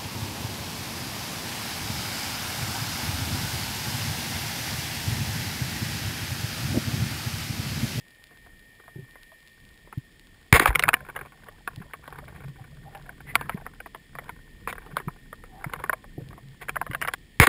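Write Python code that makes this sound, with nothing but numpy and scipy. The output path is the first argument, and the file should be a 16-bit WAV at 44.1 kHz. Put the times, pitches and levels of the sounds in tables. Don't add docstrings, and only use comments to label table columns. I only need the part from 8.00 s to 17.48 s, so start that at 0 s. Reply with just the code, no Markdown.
import sys
import numpy as np
from scipy import signal
from scipy.fft import rfft, irfft
from scipy.io import wavfile

SR = 44100
rng = np.random.default_rng(int(sys.argv[2]) if len(sys.argv) > 2 else 0)


def to_wav(sig):
    pcm = np.clip(np.atleast_2d(sig), -1, 1) * 32767
    pcm = np.round(pcm).astype(np.int16)
    wavfile.write(sys.argv[1], SR, pcm.T)


N = 418068
TIME = np.arange(N) / SR

# frequency in Hz, density in dB per Hz (relative).
RUMBLE_SPECTRUM = [(15, -26), (28, 4.5), (60, -7), (200, -11), (500, -23)]
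# time in seconds, level in dB.
RUMBLE_LEVEL = [(1.5, -60.5), (4, -58), (7.5, -52), (9, -54)]
# frequency in Hz, density in dB per Hz (relative).
HISS_SPECTRUM = [(200, 6.5), (500, 3), (1000, -4), (1580, -7.5), (1790, 12.5), (1980, 5), (2400, 1.5),
                 (2750, -1), (3300, 3.5), (3900, -4.5), (5300, -3.5), (8600, -8.5), (10200, -12.5),
                 (11500, -43), (13200, -40), (14000, -32.5), (15300, -15), (16000, -32.5)]
# pitch in Hz, rms level in dB before the swell.
WHINE_TONES = [(1764, -74.5), (1839, -66), (2354, -78.5)]
# time in seconds, gain in dB.
WHINE_SWELL = [(0, 3.5), (1.15, 8), (2.3, -2), (5.5, -2), (6.5, 2), (9.48, -5.5)]
# time in seconds, peak level in dB.
NEAR_SNAPS = [(.2405, -30.5), (.594, -40), (1.11, -38), (1.233, -32), (1.475, -34.5), (2.196, -34),
              (3.761, -27.5), (8.288, -33.5)]
# frequency in Hz, density in dB per Hz (relative).
FLOW_SPECTRUM = [(25, -5), (72, -4), (118, -8.5), (142, 3), (172, -9.5), (300, -17.5), (500, -23.5),
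                 (900, -45.5)]
# middle in seconds, half length in seconds, water flow in dB,
# rubbing of line and glove in dB.
STROKES = [(3.854, 0.38, -59.5, -57.5), (4.35, 0.29, -52, -54), (4.957, 0.23, -55.5, -59.5),
           (5.446, 0.23, -46.5, -45.5), (6.305, 0.15, -53, -55.5), (6.95, 0.18, -49.5, -52),
           (7.742, .2, -46.5, -50.5), (8.298, 0.11, -53, -65.5), (8.9, 0.26, -49.5, -57.5)]
# time in seconds, level in dB, pitch in Hz,
# brightness in dB against the core of the knock.
KNOCKS = [(.309, -57, 1100, -10), (.462, -55.5, 1000, -23), (.7983, -53, 1380, -8),
          (0.8791, -49.5, 1260, -18), (1.1556, -50.5, 1500, -25), (1.317, -56, 1100, -9),
          (1.873, -56, 1000, -18), (1.926, -42, 1320, -14), (2.597, -13.5, 1850, -7),
          (2.6577, -14, 1180, -15), (2.704, -28.5, 910, -25), (2.7512, -24.5, 2280, -7.5),
          (2.7562, -17, 2210, -4), (2.7943, -21.5, 2050, -0.5), (2.8247, -32.5, 1390, -0.5),
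          (2.8369, -16, 2160, -11.5), (2.8812, -22, 1060, -18), (2.8884, -16, 1240, -4),
          (2.932, -22.5, 1660, -17), (2.94, -17, 1740, -5), (3.087, -40, 1090, -19),
          (3.1623, -33, 1250, -8.5), (3.1898, -39.5, 1590, -17), (3.2133, -41, 1010, -16),
          (3.259, -48, 1120, -8), (3.485, -44, 1173, -10.5), (3.6762, -28.5, 1490, -19),
          (3.9349, -37, 1840, -12.5), (4.0773, -41, 1100, -12.5), (4.1865, -41.5, 1080, -15),
          (4.949, -46, 890, -4), (5.3544, -18.5, 1310, -2), (5.411, -35.5, 1190, -11.5),
          (5.4943, -28, 1240, -14), (5.6645, -36, 1280, -16), (5.8023, -38.5, 1560, -9.5),
          (5.86, -41, 1110, -16), (5.9472, -40, 1120, -8.5), (6.152, -42, 1150, -12),
          (6.1862, -35.5, 1250, -17), (6.2928, -37, 1370, -11), (6.674, -28.5, 1100, -15),
          (6.727, -36, 1330, -9), (6.781, -40, 1660, -23), (6.968, -24.5, 1240, -15),
          (6.862, -47, 1100, -12), (7, -39, 1200, -14), (7.0826, -34.5, 1210, -30),
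          (7.3282, -38.5, 1260, -16), (7.4375, -46.5, 1370, -7), (7.642, -33, 1400, -9),
          (7.735, -30, 1220, -11), (7.799, -39.5, 1000, -17), (7.8388, -30, 1180, -13.5),
          (7.8954, -20.5, 1470, -26), (7.9302, -25.5, 1140, -19.5), (8.0405, -49.5, 1170, -25),
          (8.329, -48.5, 1220, -18), (8.377, -48.5, 1160, -17), (8.684, -34, 1560, -15),
          (8.693, -27.5, 1600, -3.5), (8.7574, -32.5, 1530, -13), (8.7655, -26.5, 1240, -18),
          (8.814, -26, 1060, -24), (8.8648, -37, 1200, -19), (8.9115, -36.5, 1880, -10),
          (8.9334, -37, 1510, -7), (8.9481, -27, 1830, -17), (9.0153, -33.5, 1290, 0),
          (9.0236, -26.5, 1870, -12), (9.0488, -31, 1550, -24), (9.075, -29.5, 1740, -8),
          (9.0832, -25, 1720, -7), (9.1368, -27.5, 1710, -6.5)]
# pitch in Hz, strength in dB (both before the
# chance of where it is touched), time to fall 60 dB in seconds.
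GUN_MODES = [(480, -11, 0.025), (706.5, -10.5, 0.032), (1139, -4, 0.017), (1310, -5.5, 0.013),
             (1560, 2, 0.0071), (1850, 2.5, 0.0097), (2230, 0, 0.0082), (2763, -6, 0.009),
             (3334, -6, 0.0038), (5180, -16.5, 0.007), (6570, -13.5, .003), (9030, -14.5, 0.0053)]
# pitch in Hz, strength in dB, time to fall 60 dB in seconds.
SHAFT_MODES = [(490, -35, .25), (753, -36.5, 0.35), (1045, -29, 0.38), (1740, -32.5, 0.24)]
# start in seconds, level in dB, pitch in Hz.
THUMPS = [(0.957, -33.5, 135), (.957, -43, 373), (.988, -34, 140), (1.023, -41, 122), (1.974, -22.5, 126),
          (2.5266, -5.5, 127), (2.533, -15, 62), (2.603, -15, 335), (2.622, -21.5, 340),
          (2.685, -17.5, 51.3), (2.873, -27.5, 128), (3.774, -31.5, 127), (3.802, -34, 175),
          (4.605, -38, 126), (5.545, -24, 178), (6.932, -38, 155), (7.074, -23.5, 156), (7.663, -26.5, 140),
          (8.18, -30, 142), (8.18, -26.5, 316), (8.218, -33.5, 127), (8.897, -27, 132)]
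# middle in seconds, half length
# in # seconds, level in dB, pitch in Hz.
GURGLES = [(0.986, 0.027, -49.5, 380), (4.48, .05, -41, 142), (4.602, 0.018, -53, 790),
           (4.799, .13, -49, 140.5), (4.881, 0.019, -48, 780), (4.959, 0.028, -47.5, 790),
           (5.099, 0.019, -50.5, 720), (5.297, .025, -43, 2020), (5.41, 0.052, -47, 1740),
           (5.532, 0.013, -47, 2000), (7.572, 0.065, -52.5, 780), (8.2, .02, -47, 480),
           (8.479, 0.078, -47, 136)]
# start in seconds, length in seconds, level in dB.
SLIDES = [(2.533, 0.034, -15), (2.606, .028, -27), (2.665, 0.013, -19.5), (4.34, 0.037, -53.5),
          (6.673, 0.029, -36), (6.974, 0.0094, -39), (8.61, 0.015, -38.5), (9.023, .015, -37.5)]

SHOT_S, BREAK_S, REPEAT_S = 2.5265, 9.15, 9.3995
SURGE_DB, SURGE_PER_S = 2.5, 6
HISS_DB = -62
FAR_SNAPS_PER_S, FAR_SNAP_DB, FAR_SNAP_SPREAD_DB = 84, -57, 4.5
REST_FLOW_DB, REST_RUB_DB = -69, -70
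WAKE_FLOW_DB, WAKE_RUB_DB, WAKE_FALL_DB_PER_S = -33, -32, 31
SLIPS_PER_S, SLIP_S, SLIP_SPREAD_DB, STEADY_DRAG = 36, 0.0037, 4.0, 0.085
TICKS_DB, BUBBLES_DB = -2.5, -9
MEDIUM_DB, MEDIUM_HZ = -35, 1350
CHATTER_S, CHATTER_HALVES_DB = 0.0043, 23.5
LEAD_IN_S, LEAD_IN_DB, BOUNCE_DB, DRAG_DB = .01, -25, -19.5, -34
HOLLOW_DB, HOLLOW_PER_DB, HOLLOW_PER_OCTAVE_DB = -8.5, -0.38, -5
SWELL_CYCLES, SWELL_HALVES_DB = 0.83, 22.5
GURGLE_CYCLES = 32
CRACK_DB, CRACK_DECAY_S = -6, 0.0032
SLIDE_ATTACK_S, SLIDE_RELEASE_S = .012, 0.0089
CUTOFF_HZ = 15600


def from_db(db):
    return 10 ** (np.asarray(db) / 20)


def rms_one(x):
    return x / np.sqrt(np.mean(x ** 2) + 1e-20)


def gain_curve(rows):
    s, db = np.transpose(rows)
    return from_db(np.interp(TIME, s, db))


def add(out, s, sound):
    at = min(round(s * SR), N)
    out[at:at + len(sound)] += sound[:N - at]


def band(x, low_hz, high_hz, order=2):
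    sos = signal.butter(order, [low_hz, min(high_hz, .45 * SR)], "band", fs=SR, output="sos")
    return signal.sosfilt(sos, x)


def ring(clicks, hz, t60):
    r = from_db(-60 / (t60 * SR))
    w = 2 * np.pi * hz / SR
    return signal.lfilter([0, np.sin(w)], [1, -2 * r * np.cos(w), r * r], clicks + 1e-18)


def drift(rate):
    knots = rng.standard_normal(4000)
    return rms_one(np.interp(TIME * rate, np.arange(len(knots)), knots))


def noise(spectrum):
    hz, db = np.transpose(spectrum)
    log_hz = np.log(np.fft.rfftfreq(N, 1 / SR) + 1)
    colour = np.interp(log_hz, np.log(hz), db, left=-90, right=-90)
    return rms_one(irfft(rfft(rng.standard_normal(N)) * from_db(colour), N))


def grains(per_s, spread_db, size=N):
    born = rng.random(size) < per_s / SR
    sign = rng.choice([-1, 1], size)
    return born * sign * from_db(spread_db * np.minimum(rng.exponential(1, size), 4))


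def gun_body(clicks, uneven_db, detune):
    chance = rng.standard_normal((len(GUN_MODES), 2))
    out = 0
    for k, ((hz, db, t60), (a, b)) in enumerate(zip(GUN_MODES, chance)):
        strength = (-1) ** k * from_db(db + uneven_db * a)
        out = out + strength * ring(clicks, hz * np.exp(detune * b), t60)
    return out


def sea_rumble():
    surge = rms_one(from_db(SURGE_DB * drift(SURGE_PER_S)))
    return gain_curve(RUMBLE_LEVEL) * surge * noise(RUMBLE_SPECTRUM)


def camera():
    phase = 2 * np.pi * np.cumsum(1 + .0006 * drift(12)) / SR
    whine = sum(np.sqrt(2) * from_db(db) * np.sin(hz * phase) for hz, db in WHINE_TONES)
    return gain_curve(WHINE_SWELL) * whine + from_db(HISS_DB) * noise(HISS_SPECTRUM)


def shrimp():
    clicks = from_db(FAR_SNAP_DB) * grains(FAR_SNAPS_PER_S, FAR_SNAP_SPREAD_DB)
    for s, db in NEAR_SNAPS:
        add(clicks, s, from_db([db]))
    snap = band(signal.unit_impulse(128), 2200, 4500, order=1)
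    return np.convolve(clicks, snap / np.abs(snap).max())[:N]


def movement():
    wake = (TIME > SHOT_S) * from_db(-WAKE_FALL_DB_PER_S * np.abs(TIME - SHOT_S))
    flow = from_db(REST_FLOW_DB) + from_db(WAKE_FLOW_DB) * wake
    rubbing = from_db(REST_RUB_DB) + from_db(WAKE_RUB_DB) * wake
    for s, half_s, flow_db, rub_db in STROKES:
        swell = np.exp(-np.minimum(np.abs(TIME - s) / half_s, 10) ** 2)
        flow = flow + from_db(flow_db) * swell
        rubbing = rubbing + from_db(rub_db) * swell
    return flow, rubbing


def line_ticks():
    starts = np.abs(grains(SLIPS_PER_S, SLIP_SPREAD_DB))
    bursts = signal.lfilter([1], [1, -np.exp(-1 / (SLIP_S * SR))], starts + 1e-18)
    slips = grains(3000, 1.6) * (bursts + STEADY_DRAG)
    return rms_one(band(gun_body(slips, uneven_db=3.5, detune=0), 380, 1900))


def loose_bubbles():
    swarms_per_s = 5 * from_db(9 * drift(9))
    blips = 0
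    for hz in np.geomspace(600, 2100, 16):
        blips = blips + ring(grains(swarms_per_s, 2.0), hz, 24 / hz) / np.sqrt(hz)
    return rms_one(blips)


def swimming():
    flow, rubbing = movement()
    boom = noise(FLOW_SPECTRUM) * rms_one(from_db(3.3 * drift(14)))
    handling = from_db(TICKS_DB) * line_ticks() + from_db(BUBBLES_DB) * loose_bubbles()
    return flow * boom + rubbing * handling


def knock(force_db, pitch_hz, bright_db):
    t = (np.arange(2646) - round(LEAD_IN_S * SR)) / SR
    chatter_s = CHATTER_S * 2 ** (-force_db / CHATTER_HALVES_DB)
    lead_in = from_db(LEAD_IN_DB) * np.exp(-np.abs(t + rng.uniform(.002, .007)) / .0012)
    pressure = np.exp(np.minimum(t / 0.00058, -t / chatter_s))
    bounce = from_db(BOUNCE_DB) * np.exp(-np.abs(t - rng.uniform(0.006, 0.013)) / 0.00082)
    drag = from_db(DRAG_DB) * np.exp(np.minimum(t / .004, -t / 0.013))
    blow = t == 0
    excitation = blow + .26 * grains(5000, 0.7, size=len(t)) * (lead_in + pressure + bounce + drag)

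    body = rms_one(gun_body(excitation, uneven_db=3.5, detune=0.081))
    struck_part = rms_one(ring(excitation, pitch_hz, 0.01))
    tuning = np.sqrt(pitch_hz / MEDIUM_HZ)
    core = rms_one(band(body + 0.86 * struck_part, 920 * tuning, 2050 * tuning, order=3))
    octaves = np.log2(pitch_hz / MEDIUM_HZ)
    hollow_db = HOLLOW_DB + HOLLOW_PER_DB * force_db + HOLLOW_PER_OCTAVE_DB * octaves
    hollow = from_db(hollow_db) * rms_one(band(body, 213, 740, order=3))
    bright = from_db(bright_db) * rms_one(band(body, 2246, 14000, order=3))
    return np.sqrt(SR / 100 / len(t)) * (core + hollow + bright)


def knocks():
    out, blows = np.zeros(N), np.zeros(N)
    for s, db, pitch_hz, bright_db in KNOCKS:
        add(out, s - LEAD_IN_S, from_db(db) * knock(db - MEDIUM_DB, pitch_hz, bright_db))
        add(blows, s, from_db([db]))
    shaft = sum(from_db(db) * ring(blows, hz, t60) for hz, db, t60 in SHAFT_MODES)
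    return out + shaft


def thumps():
    out, t = np.zeros(N), np.arange(SR // 6) / SR
    for s, db, hz in THUMPS:
        swell_s = SWELL_CYCLES / hz * 2 ** ((MEDIUM_DB - db) / SWELL_HALVES_DB)
        swell = t / swell_s * np.exp(1 - t / swell_s)
        overtone = from_db(-16) * np.sin(2 * np.pi * 2.28 * hz * t)
        add(out, s, from_db(db) * swell * (overtone - np.sin(2 * np.pi * hz * t)))
    return band(out, 22, 1500)


def gurgles():
    out = np.zeros(N)
    for s, half_s, db, hz in GURGLES:
        t = np.arange(-3 * half_s, 3 * half_s, 1 / SR)
        throb = rms_one(ring(rng.standard_normal(len(t)), hz, GURGLE_CYCLES / hz))
        add(out, s + t[0], from_db(db) * throb * np.exp(-(t / half_s) ** 2))
    return out


def rasp():
    level, release, t = np.zeros(N), np.zeros(N), np.arange(SR // 5) / SR
    add(level, SHOT_S, from_db(CRACK_DB) * np.exp(-t / CRACK_DECAY_S))
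    for s, length_s, db in SLIDES:
        attack = np.minimum(t / SLIDE_ATTACK_S, 1)
        decay = np.exp(-np.maximum(t - length_s, 0) / SLIDE_RELEASE_S)
        add(level, s, from_db(db) * attack * decay)
    scrape = level * rms_one(gun_body(grains(5800, 3.1), uneven_db=1.5, detune=0))
    add(release, SHOT_S, from_db([-10]))
    return scrape + gun_body(release, uneven_db=3.5, detune=0)


def scene():
    gun = knocks() + thumps() + rasp()
    action = (swimming() + gun + gurgles()) * (TIME < BREAK_S)
    add(action, REPEAT_S, gun[round(SHOT_S * SR):])
    return (sea_rumble() + camera() + shrimp() + action)[None]


def record(dry):
    x = 1.234 * np.tanh(dry / 1.178)
    carrier = np.cos(2 * np.pi * 12000 * TIME)
    mirror = from_db(-6.0) * band(x, 1640, 4200, order=1) * carrier
    notch = signal.iirnotch(6000, 4, fs=SR)
    x = signal.lfilter(*notch, x + mirror) + from_db(-17) * x
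    return signal.sosfilt(signal.ellip(10, .2, 80, CUTOFF_HZ, fs=SR, output="sos"), x)


dry = scene()
out = record(dry)
to_wav(out)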